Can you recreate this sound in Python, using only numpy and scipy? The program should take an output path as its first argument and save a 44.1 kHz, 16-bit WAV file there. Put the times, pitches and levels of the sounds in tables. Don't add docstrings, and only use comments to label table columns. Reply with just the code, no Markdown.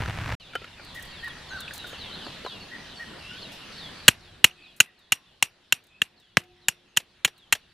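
import sys
import numpy as np
from scipy import signal
from scipy.fft import rfft, irfft, next_fast_len
from scipy.io import wavfile
from scipy.ndimage import uniform_filter1d

SR = 44100
rng = np.random.default_rng(int(sys.argv[2]) if len(sys.argv) > 2 else 0)


def wav_record(signal):
    frames = np.transpose(np.atleast_2d(signal))
    bounded = np.clip(frames, -1, 1)
    quanta = np.round(bounded * 32767).astype(np.int16)
    wavfile.write(sys.argv[1], SR, quanta)


N = 340893
RAIN_END_S, MEADOW_START_S = .3515, .3995

# start_s, level_db
BIG_DROPS = [(0.004, -24), (0.02, -21.5), (0.029, -33), (0.059, -22), (0.079, -25), (0.085, -25),
             (0.097, -23), (0.174, -28.5), (0.187, -33), (0.214, -30), (0.259, -24.5), (0.291, -22.5),
             (0.302, -23), (0.323, -21.5), (0.335, -29)]
# centre_hz, width_hz, gain_db
TARP_MODES = [(834.0, 790.0, 7.5), (1694, 600.0, 12.0), (2493, 1100.0, 7.0), (4222, 3800.0, -7.5)]
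# frequency_hz, density_db
RAIN_SPECTRUM = [(18, -35), (30, -4), (92, 3.5), (147, -3), (216, -9.5), (538, -21), (754, -20.5),
                 (1140, -20), (2030, -18.5), (10200, -38.5), (15000, -47.5)]
# frequency_hz, correlation
STEREO_LIKENESS = [(60, 1), (130, 1), (290, 0.75), (640, 0.31), (1400, 0.96), (3090, 0.45), (6790, 0.096),
                   (14900, 0.49)]
# time_s, level_db
AMBIENCE_FADER = [(0.4, -59.5), (.73, -57), (1.1, -52.5), (2.26, -50.5), (2.6, -53), (3.9, -51),
                  (4.07, -52.5), (4.12, -59), (4.4, -62), (4.5, -65), (4.75, -65.5), (4.87, -71.5),
                  (5.32, -68.5), (6.3, -71.5), (6.6, -70), (7.73, -69)]
# frequency_hz, density_db
MEADOW_SPECTRUM = [(88, -26.5), (150, 3), (366, -2), (528, -3), (582, -2.5), (1310, -5), (1830, -3.5),
                   (2090, -5.5), (4120, -5.5), (6560, -18), (11700, -25.5), (13700, -40.5), (15400, -62)]
# frequency_hz, density_db
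WIND_SPECTRUM = [(15, -28.5), (30, -3.5), (100, 1.3), (180, -7.5), (300, -30), (15000, -92.5)]
# time_s, level_db
WIND_GUSTS = [(.4, 2), (1.2, 1), (2.2, -3), (3.9, -4), (4.3, 4), (4.6, -3), (6.3, -2), (6.55, 6), (6.8, -2),
              (7.73, 0.5)]
# start_s, length_s, from_hz, to_hz, level_db
BIRD_GLIDES = [(.40, 0.053, 3200, 2700, 8.5), (0.399, 0.098, 4660, 3310, 5), (0.495, .03, 3024, 2300, 6),
               (0.515, 0.12, 2350, 2690, 3), (0.598, .06, 4250, 3500, -8), (.71, .05, 4400, 3400, 0),
               (0.775, 0.036, 2650, 2270, 4), (1.109, 0.17, 4750, 2900, 3.5), (1.281, .04, 4050, 3250, 7),
               (1.48, 0.074, 4750, 3800, 3), (1.487, 0.073, 6960, 6000, -5),
               (1.581, 0.077, 4700, 3348, 7.5), (1.767, 0.14, 4150, 3630, 5.5),
               (1.794, 0.051, 2850, 3100, 2), (1.89, 0.078, 7200, 6200, -8), (1.93, 0.045, 3420, 2640, 3),
               (1.983, 0.16, 4750, 2990, 7), (2.12, 0.043, 3950, 4400, 6), (2.202, 0.054, 3680, 2890, 6),
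               (2.23, .04, 4250, 3820, 1), (2.238, 0.054, 5300, 4100, 3), (2.44, 0.13, 4700, 3200, 9),
               (2.495, 0.099, 3314, 2719, 5), (2.602, 0.054, 4630, 4240, 3.5),
               (2.958, 0.053, 4745, 4300, 3.5), (3.233, .19, 2640, 3900, 6.5), (3.3, 0.079, 1453, 1560, 2),
               (3.367, 0.063, 4500, 4190, 2.5), (3.417, 0.063, 4800, 3700, 7),
               (3.777, .13, 4590, 3190, 6.5), (4.203, .165, 4600, 2995, 1), (4.306, .08, 4400, 3560, 0),
               (4.574, 0.04, 4250, 3000, -2), (4.616, 0.13, 4700, 3100, 6.5), (4.968, .12, 4500, 3270, 4.5),
               (5.151, .14, 1058, 1190, -4.5), (5.232, .15, 4000, 3020, -1), (5.607, .1, 4050, 3520, 0.5),
               (6.161, .18, 4680, 2850, 6.5), (6.613, 0.077, 4500, 3570, 7),
               (6.875, 0.066, 7000, 6100, -9.5), (7.302, 0.086, 1620, 1230, -2),
               (7.362, .128, 4700, 3003, 8.5), (7.62, .08, 4000, 3650, 1.5)]
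# start_s, peak_db, pitch_hz, t60_s, body_db,
# upper_mode_db
STICK_KNOCKS = [(.534, -38, 1340, .048, -14, -4), (0.553, -22, 1379, .06, -14.5, -9.5),
                (0.618, -37.5, 1350, 0.036, -6, -15), (.643, -35.5, 1460, 0.0069, -2, -6),
                (.676, -45.5, 2820, .024, -20, -20), (0.796, -39.5, 1404, 0.065, -8, -14),
                (1.276, -38.5, 1050, 0.017, -21, -18), (1.679, -30, 2600, 0.01, -32, -26),
                (1.708, -31.5, 1701, 0.012, -22, -21), (1.842, -34, 1438, 0.057, -14, -15),
                (1.929, -36, 1377, 0.052, -6, -16), (2.266, -31.5, 340, 0.025, -19, -19),
                (2.448, -30, 1350, 0.047, 0, 1), (2.463, -26.5, 1012, 0.045, -4.5, -11),
                (4.508, -44, 2880, 0.014, -27, -18)]
# start_s, peak_db, t60_s
SPLINTER_TICKS = [(0.5494, -55, 0.03), (0.848, -51, 0.031), (.9472, -47, 0.17), (.9961, -52, .09),
                  (1.0247, -40.5, 0.041), (1.0493, -52, 0.098), (1.2436, -50.5, .043), (1.28, -47, 0.022),
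                  (1.6044, -37.5, .034), (1.7352, -38, 0.095), (1.7544, -43, 0.11), (1.7789, -36.5, 0.014),
                  (1.8692, -47.5, 0.22), (3.518, -52, 0.24), (4.7628, -54, 0.14), (4.99, -64.5, 0.045),
                  (5.8387, -59.5, 0.055), (5.8683, -59.5, 0.035), (6.199, -63.5, .05), (7.3783, -60, .05)]
# centre_hz, width_hz, gain_db
TICK_MODES = [(7500, 5800, 0.5), (10400, 12000, -4)]
# start_s, length_s, top_hz, level_db
BIRD_PIPES = [(0.952, 0.051, 1950, 15.5), (1.227, 0.066, 1913, 17), (1.505, 0.087, 1577, 13.5),
              (2.712, 0.062, 1954, 12.5), (2.993, 0.053, 1900, 14.5), (4.861, 0.045, 1970, 13.5)]
# start_s, length_s
INSECT_TRILLS = [(2.783, .147), (3.18, .18), (3.289, .092), (3.493, .093), (3.679, .174), (4.149, .155),
                 (5.621, .095), (6.171, .1), (6.519, 0.15)]
# start_s, log_db, deep_log_db, steel_db, slab_db, blade_ring_db, echo_db, crack_t60_s
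HATCHET_BLOWS = [(4.0806, 6, -4.5, 1.5, -13, -39.5, -25.5, .018),
                 (4.4424, 4, -8, -3.5, -21.5, -40, -28, 0.016),
                 (4.802, -3.5, -15.5, -5, -30.5, -55.5, -30, .022),
                 (5.121, -10.5, -24.5, -13, -32.5, -40, -32.5, 0.026),
                 (5.4253, -9.5, -18.5, -12, -34.5, -42, -32.5, 0.015),
                 (5.7237, -7.5, -21, -12, -37, -45, -33.5, .017),
                 (6.0175, -10.5, -19, -22.5, -32, -70.5, -38.5, 0.015),
                 (6.37, -11, -2, -30.5, -17, -65.5, -34, 0.014),
                 (6.6838, -11.5, -20.5, -11, -35, -44, -36.5, 0.021),
                 (6.9715, -9, -22, -11.5, -33.5, -53, -35, 0.019),
                 (7.2475, -10, -21.5, -13.5, -31.5, -44, -36, 0.029),
                 (7.5245, -10.5, -18.5, -13, -34.5, -44, -35.5, 0.03)]
# centre_hz, width_hz, gain_db
LOG_MODES = [(2773, 220, 3.5), (3310, 300, -7.5), (2550, 700, -5), (4182, 300, -8.5)]
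DEEP_LOG_MODES = [(1880, 470, 7), (1430, 1200, -10), (1093, 110, -8), (734, 230, -6.5)]
STEEL_MODES = [(5730, 790, -3), (6210, 230, -1), (6830, 1100, 3.1), (7870, 100, -11), (8900, 200, -9.5),
               (10705, 410, -6), (11350, 400, 0), (11400, 170, -16.5), (15100, 720, -24.5)]
SLAB_MODES = [(105, 110, 0), (200, 200, 0), (330, 260, -4), (540, 300, -10)]
# frequency_hz, t60_s
ECHO_DECAY = [(100, 0.43), (500, 0.13), (1500, 0.24), (3000, 0.13), (7000, 0.074), (14000, 0.13)]
# frequency_hz, gain_db
ECHO_SPECTRUM = [(60, -23.5), (200, -13), (600, -10.5), (1500, -12), (2250, -7), (2680, 4), (3200, -4.5),
                 (4500, -8), (7500, -3.5), (12000, -13), (15500, -40)]
# pitch_hz, gain_db, t60_s
BLADE_RINGS = [(5677, 0, .15)]
GRATE_RINGS = [(354.53, 1.1, 2.2), (361, -8, 1.5), (734.5, -2.5, 1.5), (720.8, -2.5, .6)]
# frequency_hz, lead_rad
LEFT_LEAD = [(20, 0), (2500, .05), (4400, .4), (5300, -.2), (8400, .45), (10200, .6), (15000, .4)]
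# start_s, length_s, pitch_hz, level_db
BIRD_CHURRS = [(4.55, .16, 2520, 7.5), (5.889, 0.13, 2570, 8)]
# start_s, peak_db
LOG_REBOUNDS = [(6.437, -53), (6.965, -30), (7.001, -39.5), (7.276, -33.5), (7.551, -31)]
# centre_hz, width_hz, gain_db
REBOUND_MODES = [(1650, 300, 0), (3400, 500, -8), (500, 300, -6), (2000, 3000, -6)]


def gain_of(db):
    return 10 ** (np.asarray(db) / 20)


def unit_rms(x):
    return x / np.sqrt(np.mean(x ** 2) + 1e-20)


def unit_peak(x):
    return x / (4 * np.sqrt(uniform_filter1d(x ** 2, 200).max()) / 3 + 1e-20)


def curve_at(points, hz):
    point_hz, value = np.transpose(points)
    return np.interp(np.log(hz + 1), np.log(point_hz + 1), value)


def add(mix, start_s, sound):
    part = mix[round(start_s * SR):][:len(sound)]
    part += sound[:len(part)]


def resonate(x, modes, tuning=1):
    bands = (gain_of(db) * signal.lfilter(*signal.iirpeak(min(hz * tuning, 20000), hz / width, SR), x)
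             for hz, width, db in modes)
    return sum((-1) ** k * band for k, band in enumerate(bands))


def burst(t60_s, size, hold=1, rise_s=0.00026):
    t = np.arange(size) / SR
    decay = gain_of(-60 * (t / max(t60_s, .003)) ** hold)
    return rng.standard_normal(size) * decay * (1 - np.exp(-t / rise_s))


def noise_bed(spectrum, patchy_db):
    frames, hz = N // 256 + 5, np.fft.rfftfreq(1024, 1 / SR)
    left_re, left_im, side_re, side_im, patches = rng.standard_normal((frames, 513, 5)).T
    patches = unit_rms(uniform_filter1d(uniform_filter1d(patches, size=12, axis=0), size=12, axis=1))
    likeness = np.clip(curve_at(STEREO_LIKENESS, hz), -1, 1)[:, None]
    left = left_re + 1j * left_im
    right = likeness * left + np.sqrt(1 - likeness ** 2) * (side_re + 1j * side_im)
    spectra = np.array([left, right]) * gain_of(curve_at(spectrum, hz)[:, None] + patchy_db * patches)
    return unit_rms(signal.istft(spectra, nperseg=1024, noverlap=768)[1][:, :N])


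def reverb_tail(t60_curve, predelay, size):
    taps = rng.standard_normal((2, size)) * (np.arange(size) > predelay)
    taps[1] = .8 * taps[0] + .6 * taps[1]
    hz, t, spectra = signal.stft(taps, SR, nperseg=128)
    decay = gain_of(-60 * t / curve_at(t60_curve, hz)[:, None])
    tails = signal.istft(spectra * decay, SR, nperseg=128)[1]
    return tails / np.linalg.norm(tails[0])


def rain_on_tarp():
    out = np.zeros(N)
    t = np.arange(6000) / SR
    snap = -np.exp(-t / 0.00042)
    for start_s, db in BIG_DROPS:
        splash = unit_peak(resonate(burst(0.023, size=6000), TARP_MODES, tuning=rng.uniform(0.79, 1.0)))
        add(out, start_s, gain_of(db) * (0.52 * splash + 0.54 * snap))
        boom_db, boom_hz = -28.5 + 2 * rng.uniform(-0.83, 1), rng.uniform(58.5, 127.0)
        add(out, start_s, gain_of(boom_db - 60 * t / 0.17) * np.sin(2 * np.pi * boom_hz * t))
    strength = gain_of(3.9 * np.minimum(rng.exponential(1, N), 4))
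    patter = strength * (rng.random(N) < 500 / SR) * rng.choice([-1, 1], N)
    out += gain_of(-40) * unit_rms(resonate(patter, TARP_MODES) + 0.0167 * patter)
    return out + gain_of(-36) * noise_bed(RAIN_SPECTRUM, patchy_db=0.2)


def whistle(length_s, pitch_hz_at, db):
    progress = np.linspace(0, 1, max(round(length_s * SR), 100))
    waver, flutter = unit_rms(uniform_filter1d(rng.standard_normal((2, len(progress))), size=150))
    cycles = np.cumsum(pitch_hz_at(progress) * (1 + .009 * waver)) / SR
    return gain_of(db + 3.0 * flutter) * np.sin(2 * np.pi * cycles) * np.sin(np.pi * progress) ** 0.33


def bird_glide(length_s, from_hz, to_hz, db, swoop=2.4, fade_db=-5):
    bend = swoop * np.sign(to_hz - from_hz)
    note = whistle(length_s, lambda u: from_hz + (to_hz - from_hz) * np.expm1(bend * u) / np.expm1(bend), db)
    return note * gain_of(fade_db * np.linspace(-.5, .5, len(note)))


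def birds():
    near, far = np.zeros(N), np.zeros(N)
    for call, score in ((bird_glide, BIRD_GLIDES), (bird_pipe, BIRD_PIPES), (bird_churr, BIRD_CHURRS)):
        for start_s, *settings in score:
            add(near, start_s, call(*settings))
    for when, height, length, loudness in rng.random((260, 4)):
        top_hz = 3300 + 2000 * height
        add(far, when * N / SR, bird_glide(.04 + 0.076 * length, top_hz, 0.73 * top_hz, -8 + 9 * loudness))
    trees = reverb_tail([(1000, .1), (6000, .1)], predelay=60, size=6000)
    hills = reverb_tail([(1000, 1.0), (6000, 0.38)], predelay=1500, size=40000)
    blur = signal.fftconvolve((.5 * near + .3 * far)[None], trees, axes=1)[:, :N]
    echo = signal.fftconvolve((0.26 * near + 1.3 * far)[None], hills, axes=1)[:, :N]
    return 1.13 * near + blur + echo


def wood_handling():
    out = np.zeros(N)

    def hit(start_s, db, scrape_t60_s, modes):
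        add(out, start_s, gain_of(db) * unit_peak(resonate(burst(scrape_t60_s, size=5000), modes)))

    for start_s, db, hz, t60_s, body_db, upper_db in STICK_KNOCKS:
        width_hz = np.log(1000) / (np.pi * t60_s)
        ring = [(hz, width_hz, 0.1), (2.206 * hz, width_hz, upper_db)]
        body, snap = (500, 300, body_db), (2000, 3000, -26.5)
        hit(start_s, db, 0.032773, ring + [body, snap])
    for start_s, db in LOG_REBOUNDS:
        hit(start_s, db, 0.044, REBOUND_MODES)
    for start_s, db, t60_s in SPLINTER_TICKS:
        hit(start_s, db, t60_s, TICK_MODES)
    return out


def bird_pipe(length_s, top_hz, db, crest=.42):
    droop = 2.1 * length_s
    return whistle(length_s, lambda u: top_hz * (1 - droop * ((u - crest) / (1 - crest)) ** 2), db)


def insect(puff_rate_hz=75):
    out, band = np.zeros(N), [(5300, 730, 0.1)]
    for start_s, length_s in INSECT_TRILLS:
        t = np.arange(round(length_s * SR)) / SR
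        swell = np.sin(np.pi * t / length_s)
        puffs = rng.standard_normal(len(t)) * np.sin(np.pi * puff_rate_hz * t) ** 4 * swell
        add(out, start_s, gain_of(-10.5) * unit_rms(resonate(resonate(puffs, band), band)))
    return out


def hatchet_blow(log_db, deep_db, steel_db, slab_db, blade_db, echo_db, t60_s, size=60000):
    crack = burst(t60_s, size, hold=1.5 + 0.0284 * log_db, rise_s=0.00047)
    crack[30] += 4
    dull_crack = resonate(crack, [(2208.5, 10000, 0.1)])
    low_crack = resonate(crack, [(292, 740, 0.1)])
    hit = gain_of(log_db) * unit_peak(resonate(dull_crack, LOG_MODES))
    hit += gain_of(deep_db) * unit_peak(resonate(dull_crack, DEEP_LOG_MODES))
    hit += gain_of(steel_db) * unit_peak(resonate(crack, STEEL_MODES))
    hit += gain_of(slab_db) * unit_peak(resonate(low_crack, SLAB_MODES))
    low_cut = signal.butter(2, 75, "high", fs=SR, output="sos")
    hit = signal.sosfilt(low_cut, hit)
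    echo = woodpile_echo(size, tilt_db_per_octave=1.1 + 0.057 * (steel_db - deep_db))
    rings = metal_ring(BLADE_RINGS, blade_db, size) + metal_ring(GRATE_RINGS, deep_db - 56, size)
    return hit + gain_of(echo_db) * echo + rings


def metal_ring(modes, level_db, size):
    t = np.arange(size) / SR
    ring = sum(gain_of(level_db + db - 60 * t / t60_s) * np.sin(2 * np.pi * hz * t)
               for hz, db, t60_s in modes)
    return ring * np.minimum(1, np.minimum(t / 0.0044, (t[-1] - t) / .1))


def woodpile_echo(size, tilt_db_per_octave):
    hz = np.fft.rfftfreq(size, 1 / SR)
    colour = gain_of(curve_at(ECHO_SPECTRUM, hz) + tilt_db_per_octave * np.log2(hz / 2800 + .03))
    echo = irfft(rfft(reverb_tail(ECHO_DECAY, predelay=120, size=12000), size) * colour)
    echo *= gain_of(1.9 * unit_rms(uniform_filter1d(rng.standard_normal(size), size=130)))
    return echo / np.sqrt(np.sum(echo ** 2) / 1000)


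def bird_churr(length_s, pitch_hz, db, width_hz=260):
    size, throat = round(length_s * SR), [(pitch_hz, width_hz, 0)]
    breath = resonate(resonate(rng.standard_normal(size), throat), throat)
    return gain_of(db) * unit_rms(breath) * np.hanning(size) ** .5


def scene():
    t = np.arange(N) / SR
    fader = gain_of(np.interp(t, *np.transpose(AMBIENCE_FADER)))
    meadow = gain_of(6.5) * noise_bed(MEADOW_SPECTRUM, patchy_db=2.0) + birds() + insect()
    gusts = gain_of(np.interp(t, *np.transpose(WIND_GUSTS)))
    wind = gusts * noise_bed(WIND_SPECTRUM, patchy_db=1.5)
    woodwork = np.zeros((2, N)) + wood_handling()
    for start_s, *settings in HATCHET_BLOWS:
        for channel, sound in zip(woodwork, hatchet_blow(*settings)):
            add(channel, start_s, sound)
    size = next_fast_len(N)
    lead_rad = curve_at(LEFT_LEAD, np.fft.rfftfreq(size, 1 / SR))
    woodwork = irfft(rfft(woodwork, size) * np.exp([[.5j], [-.5j]] * lead_rad), size)[:, :N]
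    return rain_on_tarp() * (t < RAIN_END_S) + (fader * (meadow + wind) + woodwork) * (t > MEADOW_START_S)


def record(dry):
    clipped = np.clip(dry, -.97, .97)
    low_pass = signal.firwin(511, 15600, window=("kaiser", 9), fs=SR)
    return signal.oaconvolve(clipped, low_pass[None], "same")


dry = scene()
out = record(dry)
wav_record(out)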